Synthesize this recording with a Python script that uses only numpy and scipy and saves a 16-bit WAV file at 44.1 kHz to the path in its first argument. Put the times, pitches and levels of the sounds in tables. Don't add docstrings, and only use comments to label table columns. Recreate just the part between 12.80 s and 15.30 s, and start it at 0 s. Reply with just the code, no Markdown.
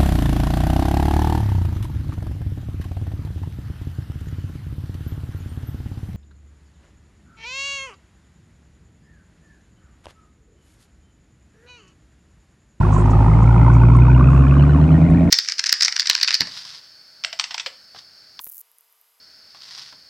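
import sys
import numpy as np
from scipy import signal
from scipy.fft import rfft, irfft, next_fast_len
from scipy.io import wavfile
from scipy.ndimage import map_coordinates

SR = 44100
rng = np.random.default_rng(int(sys.argv[2]) if len(sys.argv) > 2 else 0)


def decibels_to_gain(level_db):
    exponent = np.asarray(level_db, float) / 20
    return 10 ** exponent


def wav_out(sig):
    wavfile.write(sys.argv[1], SR, np.round(np.clip(np.atleast_2d(sig).T, -1, 1) * 32767).astype(np.int16))


N = 110250
TIME_S = np.arange(N) / SR
LEFT_RIGHT = np.array([[.5], [-.5]])


def unit(x):
    return x / np.sqrt(np.mean(x ** 2) + 1e-20)


def along(points, hz):
    point_hz, value = np.transpose(points)
    return np.interp(np.log(hz + 1), np.log(point_hz + 1), value)


def curves(rows):
    knot_s, *columns = np.transpose(rows)
    return [np.interp(TIME_S, knot_s, column) for column in columns]


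def wobble(rate):
    knots = rng.standard_normal(int(N * rate / SR) + 4)
    return map_coordinates(knots, [np.arange(N) * rate / SR])


def filtered(x, response):
    size = next_fast_len(N + SR)
    sides = [(0, 0)] * (x.ndim - 1) + [(4096, 4096)]
    wide = np.pad(x, sides, "reflect", reflect_type="odd")
    wide = wide * signal.windows.tukey(N + 8192, 8192 / (N + 8192))
    spectrum = rfft(wide, size) * response(np.fft.rfftfreq(size, 1 / SR))
    return irfft(spectrum, size)[..., 4096:N + 4096]


# pitch_hz, likeness (0 to 1)
LIKENESS = [(60, 0.84), (180, 0.8), (550, 0.58), (1650, 0.44), (4970, 0.23), (15000, 0.092)]


def rush(spectrum):
    def middle_and_side(hz):
        angle = np.arccos(np.clip(along(LIKENESS, hz), -1, 1)) / 2
        return decibels_to_gain(along(spectrum, hz)) * [np.cos(angle), np.sin(angle)]

    mid, side = filtered(rng.standard_normal((2, N)), middle_and_side)
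    return unit(np.array([mid + side, mid - side]))


def bursts(at, hz, width_s, db):
    k = np.arange(-512, 512)
    t = k / SR
    shape = np.exp(-(t / width_s[:, None]) ** 2 / np.where(t > 0, 2.6, 1))
    wave = decibels_to_gain(db)[:, None] * shape * np.cos(2 * np.pi * hz[:, None] * t)
    places = at[:, None] + k + 1024
    return np.bincount(places.ravel(), wave.ravel(), N + 4096)[1024:N + 1024]


# pitch_hz, level_db (per Hz)
AIR_LEVELS = [(1500, -26.5), (2500, -5.5), (2800, -13), (3900, -18.5), (9800, -26.5), (10300, -32),
              (10400, -76.5), (12400, -84), (12600, -35), (15700, -34)]
# pitch_hz, level_db (per Hz)
RUMBLE_COLOUR = [(30, -120), (38, -22.5), (60, -7), (150, 5), (350, -18), (600, -120)]


def background():
    air_db = -47.5 - 1.5 * TIME_S + 0.47 * wobble(2)
    hiss = decibels_to_gain(air_db + 1.5 * LEFT_RIGHT) * rush(AIR_LEVELS)
    return hiss + decibels_to_gain(-24) * rush(RUMBLE_COLOUR)


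# start_s, length_s, pitch_hz, level_db
GRIT_SCUFFS = [
    (0.115, 0.083, 6870, -50),
    (0.166, 0.072, 7600, -51.5),
    (0.248, 0.017, 6660, -54),
    (0.295, 0.039, 6540, -50.5),
    (.615, 0.035, 6700, -55.5),
    (0.919, 0.06, 6350, -55),
    (1.135, 0.037, 6100, -57.5),
    (1.488, 0.18, 7000, -62.5),
    (1.766, .02, 6300, -62.5),
]


def scuffs():
    out = 0
    for start_s, length_s, hz, db in GRIT_SCUFFS:
        def near_pitch(f):
            return np.exp(-(np.log(f / hz + 1e-9) / 0.22) ** 2)

        band = unit(filtered(rng.standard_normal((2, N)), near_pitch))
        rise = (TIME_S - start_s) / 0.018
        fall = (start_s + length_s - TIME_S) / (.6 * length_s)
        shape = np.clip(np.minimum(rise, fall), 0, 1)
        out = out + decibels_to_gain(db + 1.0 * wobble(140)) * shape * (band[0] + 0.26 * band)
    return out


# start_s, pitch_hz, level_db (peak)
GRIT_TICKS = [
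    (0.302, 7400, -41),
    (1.168, 8880, -32.5),
    (2.305, 7990, -39.5),
    (2.333, 6000, -50.5),
]


def ticks():
    start_s, hz, db = np.transpose(GRIT_TICKS)
    return bursts((start_s * SR).astype(int), hz, 0.0013 / 10 + 0 * start_s, db)


def bump():
    since_s = TIME_S - 2.31
    return decibels_to_gain(-17.5) * np.exp(-(since_s / 0.025) ** 2) * np.sin(2 * np.pi * 54.2 * since_s)


def grit():
    return (scuffs() + ticks()) * decibels_to_gain(7.5 * LEFT_RIGHT) + bump()


# time_s, firing_rate_hz
ENGINE_SPEED = [(0.0, 52.03), (0.25, 52.86), (0.5, 55.69), (0.7, 57.85), (0.9, 58.62), (1.1, 59.17),
                (1.25, 61.65), (1.5, 65.51), (1.75, 70.13), (1.95, 74.5), (2.15, 80.3), (2.3, 83.19),
                (2.5, 86.82)]


def crank():
    rate, = curves(ENGINE_SPEED)
    first_turn = .32
    return rate, first_turn + np.cumsum(rate) / SR


# lateness (share of an interval), rasp_db, spit_db
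CYLINDER_HABITS = [(0.024, 0.5, -5.5), (-.04, 1, -6), (.06, 5.5, -3.5), (.02, -8.5, 1.2), (-0.066, 1, -4),
                   (.04, -2, 2), (-0.038, 0.5, -5.5), (.01, -1, -2)]


def firings():
    turn = crank()[1]
    count = np.arange(1, int(turn[-1]) + 1)
    cylinder = count % len(CYLINDER_HABITS)
    lateness = np.array(CYLINDER_HABITS)[cylinder, 0]
    return np.interp(count + lateness, turn, np.arange(N)).astype(int), cylinder


# pitch_hz, level_db (per Hz)
GAS_COLOUR = [(240, -28.5), (400, 4.5), (829, 0), (1110, -4), (1220, -14.5), (1430, -2.5), (1680, -15.5),
              (2400, -21), (4500, -46), (5850, -74.5), (9900, -120)]


def gas():
    level_db = curves(CAR_PASS)[0]
    pulse = 1 + 0.2 * np.cos(2 * np.pi * crank()[1])
    gas_db = -31.5 + .6 * (level_db - level_db.mean()) + 1.3 * wobble(52)
    return decibels_to_gain(gas_db) * pulse * rush(GAS_COLOUR)


# time_s, throttle_db
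THROTTLE = [
    (0, -3.5),
    (.5, 1),
    (1.1, 4),
    (1.7, 3.5),
    (2.1, 5.5),
    (2.5, 4),
]
# pitch_hz, level_db (rms)
THROB_LEVEL = [(52, -15.5), (59, -17), (67, -17.5), (85, -26), (104, -13.5), (120, -14), (145, -15.5),
               (170, -19.5)]
SILENCER_DELAY = (.0201, .0092)


def throb():
    rate, turn = crank()
    load_db, = curves(THROTTLE)
    tones = []
    for order, delay_s in zip((1, 2), SILENCER_DELAY):
        level_db = along(THROB_LEVEL, order * rate) + load_db + 0.38 * wobble(14)
        tone = np.cos(2 * np.pi * order * (turn - rate * delay_s))
        tones.append(np.sqrt(2) * decibels_to_gain(level_db) * tone)
    lope_hz, lope_width_hz, lope_depth = 164, 33, .6
    near = lope_depth * np.exp(-((2 * rate - lope_hz) / lope_width_hz) ** 2)
    cycle = (turn - 0.23) / len(CYLINDER_HABITS)
    dip = (.5 + .5 * np.cos(2 * np.pi * cycle)) ** 2
    return tones[0] + tones[1] * (1 + near * (.5 - 0.92 * dip))


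# pitch_hz, width_hz, level_db (rms), change_db_per_s
PIPE_NOTES = [
    (69.3, 16, -25.5, -2),
    (152.4, 21.5, -19, -1.5),
    (260.8, 30.9, -32, 5),
    (357.6, 15, -32.5, -1.5),
    (630, 164, -53, 6),
]
CYLINDER_PUSHES = [(.9, .6, .8, -0.78, 0.2), (-0.71, 0.88, -1.1, -0.91, 0.23), (.9, 1.4, 0.38, 1.7, 0.27),
                   (-1.2, 0.6, 0.34, -0.99, 2.7), (-1.2, -.2, .3, .5, 0.71), (0.54, -0.71, .9, 0.079, 1.4),
                   (-1.1, 0.79, -0.89, .1, .8), (-.3, 0.42, 0.58, -0.51, 0.42)]


def burble():
    at, cylinder = firings()
    pushes = np.array(CYLINDER_PUSHES)[cylinder] + .15 * rng.standard_normal((len(at), 1))
    out = 0
    for push, (hz, width_hz, db, change_db) in zip(pushes.T, PIPE_NOTES):
        def ring(f):
            narrow = 1j * f * width_hz
            wide = 3 * narrow
            return narrow / (hz * hz - f * f + narrow) * wide / (hz * hz - f * f + wide)

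        pushed = unit(filtered(np.bincount(at, push, N), ring))
        flow = unit(filtered(rng.standard_normal(N), ring))
        flow_db = -4.5 if hz < 500 else 5
        out = out + decibels_to_gain(db + change_db * TIME_S) * (pushed + decibels_to_gain(flow_db) * flow)
    return out


# time_s, rasp_db, rasp_hz, left_right_db (positive is left)
CAR_PASS = [
    (0.0, -29, 1020, -10),
    (0.02, -29.5, 980, -3.5),
    (0.41, -27, 881, -2.5),
    (0.89, -28.5, 912, -0.5),
    (1.75, -34, 1183, -1.5),
    (2.21, -37, 730, 1.0),
    (2.5, -43, 754, 3),
]
CYLINDER_BARK = [-1, 6, 0, -2, -3, -2, 2, -1]


def rasp():
    at, cylinder = firings()
    _, habit_db, habit_spit_db = np.array(CYLINDER_HABITS)[cylinder].T
    pass_db, rasp_hz, _ = (column[at] for column in curves(CAR_PASS))
    time_s = at / SR
    echo_ms = curves(GROUND_DELAY)[0][at]
    rasp_db = pass_db - 5
    spit_db = -49.5 + 1.42 * curves(THROTTLE)[0][at] + 12.5
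    lift_db = -20 * np.clip(time_s - 1.83, 0, 1) ** .5
    rasp_s, spit_s = 0.0026, .0012
    layers = [(rasp_hz, rasp_s, rasp_db + np.array(CYLINDER_BARK)[cylinder] + 10.5),
              (1.398 * rasp_hz, rasp_s, rasp_db + habit_db + 3),
              (2000 / echo_ms, spit_s, spit_db + habit_spit_db + lift_db),
              (2020 + 0 * at, spit_s, spit_db - 11.5 + 4 * time_s),
              (2700 / echo_ms, spit_s, spit_db - 11 - 4 * time_s)]
    out = 0
    for hz, width_s, db in layers:
        size, pitch, late, long = np.clip(rng.standard_normal((4, len(at))), -1.7, 1.7)
        late_samples = (late * .0008 * SR).astype(int)
        out = out + bursts(at + late_samples, hz * np.exp(.085 * pitch),
                           width_s * np.exp(0.3 * long), db + 2.2 * size)
    return out


# time_s, delay_ms
GROUND_DELAY = [(0, 1.05), (.5, 1.024), (1.0, 0.83), (1.4, 0.821), (1.9, 0.718), (2.5, 0.77)]


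def ground(x):
    late = np.arange(N) - curves(GROUND_DELAY)[0] * SR / 1000
    return x + 0.33 * np.array([map_coordinates(side, [late], mode="nearest") for side in x])


def yard(x):
    t = np.arange(SR // 4) / SR
    tail = rng.standard_normal((2, len(t))) * decibels_to_gain(-60 * t / .08)
    return signal.fftconvolve(x[None], tail / np.linalg.norm(tail[0]), axes=1)[:, :N]


# pitch_hz, left_lead_radians
LEFT_LEAD = [(0, 2.6), (1380, -0.48), (2900, 1.2), (3400, 1.9), (5000, 0)]


def scene():
    tail, pipe, pan_db = rasp(), burble(), curves(CAR_PASS)[2]
    near = ground(tail + gas()) * decibels_to_gain(LEFT_RIGHT * pan_db)
    near = filtered(near, lambda hz: np.exp(1j * LEFT_RIGHT * along(LEFT_LEAD, hz)))
    low = throb() * decibels_to_gain(-.4 * LEFT_RIGHT) + pipe * decibels_to_gain(-1.1 * LEFT_RIGHT)
    echoes = decibels_to_gain(-7) * yard(tail + .4 * pipe)
    return low + near + echoes + background() + grit()


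def band_limit(x):
    return signal.sosfilt(signal.butter(12, 16300, fs=SR, output="sos"), x)


def record(dry):
    soft = dry / (1 + np.abs(dry) ** 8) ** (1 / 8)
    band = filtered(soft, lambda hz: (hz < 15750) & ((hz < 10350) | (hz > 12500)))
    edge_s = .004
    mix = band * signal.windows.tukey(N, 2 * edge_s * SR / N)
    return band_limit(mix)


dry = scene()
out = record(dry)
wav_out(out)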